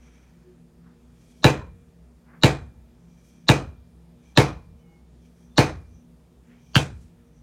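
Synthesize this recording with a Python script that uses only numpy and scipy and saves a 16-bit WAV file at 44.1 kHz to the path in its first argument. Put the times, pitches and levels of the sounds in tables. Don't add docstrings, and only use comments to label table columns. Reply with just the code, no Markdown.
import sys
import numpy as np
from scipy import signal
from scipy.fft import rfft, irfft
from scipy.io import wavfile
from scipy.ndimage import uniform_filter1d, minimum_filter1d

SR = 44100
rng = np.random.default_rng(int(sys.argv[2]) if len(sys.argv) > 2 else 0)


def file_out(sig):
    cols = np.atleast_2d(sig).T
    lim = np.clip(cols, -1, 1)
    pcm = np.round(lim * 32767).astype(np.int16)
    wavfile.write(sys.argv[1], SR, pcm)


def natural_amplitude(level_db):
    exponent = np.asarray(level_db, float) / 20
    return 10 ** exponent


N = 327530
TIME = np.arange(N) / SR
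RING_TIME = TIME[:SR]


def level(x, db):
    return x * natural_amplitude(db) / np.sqrt(np.mean(x ** 2))


def along(table, hz):
    points = np.array(table)
    return np.interp(np.log(hz), np.log(points[:, 0]), points[:, 1])


def band(x, hz, width):
    f = np.fft.rfftfreq(len(x), 1 / SR)
    return irfft(rfft(x) * np.exp(-((f - hz) / width) ** 2), len(x))


def noise_band(hz, width):
    return band(rng.standard_normal(N), hz, width)


def walk(rate):
    return level(noise_band(0, rate), 0)


def bump(s, length):
    return np.exp(-(2 * (TIME - s) / length) ** 2)


def fade(t60):
    return np.exp(-np.log(1000) * RING_TIME / t60)


def modes(table, rise_s):
    ring = sum(natural_amplitude(db) * np.sin(2 * np.pi * hz * RING_TIME) * fade(t60) for hz, db, t60 in table)
    return ring * (1 - np.exp(-RING_TIME / rise_s))


def late(x, s):
    place = np.arange(len(x))
    return np.interp(place - s * SR, place, x, left=0, right=0)


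# (frequency [Hz], level per Hz [dB])
AIR = [(300, -6.5), (450, -8), (600, -12.5), (1300, -22), (3000, -28.5), (5900, -30.5), (16000, -38)]


def room_rumble():
    air = 0
    for hz in 300 * 2 ** np.arange(0, 6, .5):
        flicker_db = 1.2 * walk(4)
        air = air + natural_amplitude(along(AIR, hz) + flicker_db) * noise_band(hz, hz / 4)
    return level(air, -64.5)


# (frequency [Hz], width [Hz], level [dB])
HUM = [(63, 3.4, -57.5), (55, 12, -65), (90, 19, -70), (126, 10, -64.5), (150, 9.3, -65.5),
       (170, 7.1, -57.5), (221, 39, -64.5), (240, 4, -61.5), (353, 4.1, -73.5), (469, 4, -72.5)]


def machine_hum():
    return sum(level(noise_band(hz, width), db) for hz, width, db in HUM)


def camera_whine():
    period_s, start_s = .1, .046
    sweep = ((TIME - start_s) / period_s) % 1
    hz = 8700 + 338 * sweep
    return natural_amplitude(-84.5) * np.sin(2 * np.pi * np.cumsum(hz) / SR)


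# (time [s], length [s], level [dB], tilt toward the top mode [dB])
SLIDES = [(0.112, 0.38, -72, 3), (1.36, 0.41, -77, -2), (3.283, .45, -73.5, 2.5), (4.28, 0.14, -73, 0.5),
          (4.8, 0.066, -81.5, 6), (5.26, 0.085, -77, 1), (5.44, .2, -77, 5), (5.968, .14, -78.5, 11.5),
          (6.69, 0.22, -72, 3.5), (7.265, 0.062, -87, 10), (7.372, .1, -81.5, 12)]
# (frequency [Hz], width [Hz], level [dB])
STAMP = [
    (4500, 6400, 1),
    (2360, 120, -1.5),
    (3230, 200, -7),
    (5940, 450, -5.5),
]


def stamp_slides(rustle):
    *low, top = (level(band(rustle, hz, width), db) for hz, width, db in STAMP)
    slide = 0
    for s, length, db, tilt_db in SLIDES:
        scrape = natural_amplitude(-tilt_db) * sum(low) + natural_amplitude(tilt_db) * top
        slide = slide + bump(s, length) * natural_amplitude(db) * scrape
    return slide


# (time [s], length [s], level [dB], centre frequency [Hz])
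SWISHES = [
    (0.153, .5, -69.5, 1570),
    (.881, .11, -65.5, 1170),
    (1.33, .3, -73, 6905),
    (2.341, .13, -58.5, 1290),
    (3.27, .09, -74.5, 9050),
    (5.393, .12, -78, 6980),
    (6.526, .14, -64.5, 1810),
    (7.017, .16, -69.5, 6470),
]


def arm_swishes(rustle):
    return sum(bump(s, length) * level(band(rustle, hz, .8 * hz), db) for s, length, db, hz in SWISHES)


# (time [s], length [s], level [dB], frequency [Hz], width [Hz])
SQUEAKS = [
    (0.477, 0.12, -56.5, 364, 9.4),
    (1.61, 0.13, -53, 1000, 90),
    (1.6, 0.1, -56, 1400, 300),
    (1.62, 0.12, -53, 490, 80),
]


def bench_squeaks(rustle):
    return sum(bump(s, length) * level(band(rustle, hz, width), db) for s, length, db, hz, width in SQUEAKS)


# (time [s], length [s], level [dB], frequency [Hz])
FAR_SQUEAK = [(4.815, .08, -78, 3000), (4.9, .12, -79, 2910), (4.87, .14, -76, 2190),
              (4.95, .08, -68, 2180), (5.04, .07, -80, 2200), (4.93, .1, -68, 813), (5.53, .07, -75, 3550)]


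def far_squeak():
    waver = .002 * np.cumsum(walk(25))
    squeak = 0
    for s, length, db, hz in FAR_SQUEAK:
        tone = np.sin(2 * np.pi * hz * TIME + waver * hz / 3000)
        squeak = squeak + bump(s, length) * level(tone, db)
    return squeak


def hands():
    rustle = rng.standard_normal(N) * natural_amplitude(1.5 * walk(40))
    return stamp_slides(rustle) + arm_swishes(rustle) + bench_squeaks(rustle) + far_squeak()


def smear():
    out = np.zeros(N)
    for (s, early), (_, knock_db, _, _) in zip(BLOW_S, BLOWS):
        weak_db = 1.1 * min(knock_db, 0)
        near_db, fore_db, hz = -18.5 + weak_db, -36.5 + weak_db / 2, 3950 - 55 * weak_db
        noise = rng.standard_normal(N)
        narrow = level(band(noise, hz, 380), 0) + level(band(noise, 6000, 1500), -9)
        near = natural_amplitude(near_db) * np.clip((TIME - s + early) / .001, 0, 1) * narrow
        steps = np.clip((TIME - s + .0115) / .001, 0, 1)
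        steps = steps + .2 * np.clip((TIME - s + .019) / .003, 0, 1)
        fore = natural_amplitude(fore_db) * steps * (narrow + level(band(noise, 800, 600), -2.5))
        out += (near + fore) * (TIME < s + .001)
    return out


# (frequency [Hz], level [dB], decay by 60 dB [s])
FACE = [(1450, -2, .012), (1700, 2, .014), (2150, -6, .012), (2800, -1, .013), (4500, -6, .01),
        (5400, -10, .01), (7000, -14, .01), (9000, -22, .01), (12500, -26, .01)]
# (frequency [Hz], width [Hz], level [dB], decay by 60 dB [s])
SNAP = [
    (1910, 1600, -12.5, 0.015),
    (9000, 4500, -27, 0.013),
]
# (delay [s], level [dB])
ECHOES = [
    (.0082, -5),
    (.0135, -14),
    (.0225, -14),
]


def maul_crack(crack_db, crack_hz):
    face = [(hz * (1 + .03 * rng.standard_normal()), db + 1.5 * rng.standard_normal(), t60)
            for hz, db, t60 in FACE]
    crack = natural_amplitude(crack_db - 6) * modes(face + [(crack_hz, 2, .014)], .0002)
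    grit = rng.standard_normal(SR)
    snap = sum(level(band(grit, hz, width), db) * fade(t60) for hz, width, db, t60 in SNAP)
    crack = crack + natural_amplitude(crack_db) * snap
    return crack + sum(natural_amplitude(db) * late(crack, delay) for delay, db in ECHOES)


# (frequency [Hz], level [dB], decay by 60 dB [s], width [Hz])
TOOLS = [(2440, -30.5, .3, 110), (4000, -37.5, .3, 200), (6270, -37.5, .25, 90), (12600, -47, .22, 200),
         (15300, -49, .2, 180), (14200, -49, .18, 300)]
# (frequency [Hz], level [dB], decay by 60 dB [s])
SINGER = [
    (2383, -59, 1.),
    (2394, -64, .7),
]


def tools_ring(knock_db):
    noise = rng.standard_normal(SR)
    jangle = 0
    for hz, db, t60, width in TOOLS:
        jangle = jangle + level(band(noise, hz, width), db + 2 * rng.standard_normal()) * fade(t60)
    jangle = jangle * (1 - fade(0.02))
    return natural_amplitude(knock_db / 2) * jangle + natural_amplitude(knock_db) * modes(SINGER, .01)


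# (frequency [Hz], level per Hz [dB])
TAIL = [(62, -11.5), (140, -10.5), (300, -7), (600, -8), (1300, -14.5), (3200, -21), (7000, -27),
        (13000, -39.5)]
# (frequency [Hz], decay by 60 dB [s])
TAIL_T60 = [(62, 1), (150, 0.37), (500, 0.27), (1500, 0.27), (4000, 0.22), (9000, .21), (13000, 0.11),
            (15500, 0.1)]


def workshop_tail(noise, knock_db):
    share = [(150, 0.13), (400, 0.79), (2300, 0.34), (3500, 0.14)]
    far_gain, far_stretch = natural_amplitude(-20), 1.6
    tail = 0
    for hz in 55 * 2 ** np.arange(0, 8.3, 1 / 4):
        a, b = rng.standard_normal(size=2) * min(hz / 1000, 1)
        t60 = along(TAIL_T60, hz) * (1 + .05 * b)
        decay = fade(t60) + far_gain * fade(far_stretch * t60)
        rise = 1 - np.exp(-RING_TIME / (0.0022 + 3.0 / hz))
        db = along(TAIL, hz) + 5.5 + knock_db * along(share, hz) + 1.6 * a
        tail = tail + natural_amplitude(db) * band(noise, hz, hz / 8) * decay * rise
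    tail = tail * (1 - 0.3 * np.exp(-RING_TIME / 0.064))
    lumps = natural_amplitude(1.3 * walk(150)[:SR])
    return lumps * tail


# (frequency [Hz], level [dB], decay by 60 dB [s])
SLAB = [(306, -18, .28), (338, -11, .1), (423, -20, .25), (493, -14, .19), (590, -5, .04), (684, -19, .16),
        (736, -19, .19), (838, -7, .04), (890, -24, .25), (1051, -26, .19)]


def slab_knock():
    return late(modes(SLAB, .001), .0022)


# (frequency [Hz], level [dB], decay by 60 dB [s])
BENCH = [(64, -20, .28), (127, 0, .09), (138, -11, .27), (154, -18, .23)]
# (frequency [Hz], level [dB], decay by 60 dB [s])
BENCH_OPPOSED = [(99, -6, .08), (189, -14, .16), (222, 0, .04)]


def bench_thud():
    return late(modes(BENCH, .009) - modes(BENCH_OPPOSED, .009), .0054)


# (frequency ratio [1], level [dB], decay by 60 dB [s])
RING = [(.84, -6.5, 0.16), (.925, -6, 0.077), (.98, -1, 0.14), (1.012, -2.5, 0.14), (1.06, -3.5, .16),
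        (1.12, -2, 0.11)]


def maul_ring(ring_hz, knock_db):
    shorter = natural_amplitude(.4 * min(knock_db, 0))
    cluster = [(ring_hz * ratio, db - 21 + 2 * rng.standard_normal(), t60 * shorter)
               for ratio, db, t60 in RING]
    return late(modes(cluster, .003), .017)


# (time [s], lead of the smear before the crack [s])
BLOW_S = [
    (1.4435, .002),
    (2.4354, .002),
    (3.4904, .0065),
    (4.3748, .003),
    (5.5816, .0065),
    (6.7558, .006),
]
# (crack level [dB], slab knock level [dB], stamp crack frequency [Hz], maul ring frequency [Hz])
BLOWS = [
    (0.5, 2.5, 3920, 2430),
    (-1, 0, 3950, 2300),
    (-1.5, 0, 3800, 2350),
    (-0.5, 1.5, 3850, 2200),
    (-4, 1.5, 4260, 2310),
    (0, -9.5, 3150, 3150),
]


def blows():
    out = np.zeros(N + SR)
    same = rng.standard_normal(SR)
    knock, thud = slab_knock(), bench_thud()
    for (s, _), (crack_db, knock_db, crack_hz, ring_hz) in zip(BLOW_S, BLOWS):
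        thud_db = 0.88 + .7 * crack_db + .3 * knock_db
        blow = maul_crack(crack_db, crack_hz) + tools_ring(knock_db)
        blow = blow + workshop_tail(.7 * same + .7 * rng.standard_normal(SR), knock_db)
        blow = blow + natural_amplitude(knock_db) * knock + natural_amplitude(thud_db) * thud
        blow = blow + maul_ring(ring_hz, knock_db)
        start = int(s * SR)
        out[start:start + SR] += blow
    return out[:N]


def scene():
    background = room_rumble() + machine_hum() + camera_whine()
    return (background + hands() + blows())[None]


def top_cut(x):
    return signal.sosfilt(signal.butter(12, 16640, fs=SR, output="sos"), x)


# (lead [s], level [dB])
LEADS = [
    (.0105, -26),
    (.021, -40),
]


def record(dry):
    peak = -minimum_filter1d(-np.abs(dry[0]), size=441)
    gain = uniform_filter1d(np.minimum(1, .94 / peak), size=221)
    held = dry[0] * gain
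    bright = band(held, 4500, 2500)
    held = held + sum(natural_amplitude(db) * late(bright, -lead) for lead, db in LEADS) + smear()
    held = signal.sosfilt(signal.ellip(8, .2, 60, 15900, fs=SR, output="sos"), held)
    return top_cut(held[None])


dry = scene()
out = record(dry)
file_out(out)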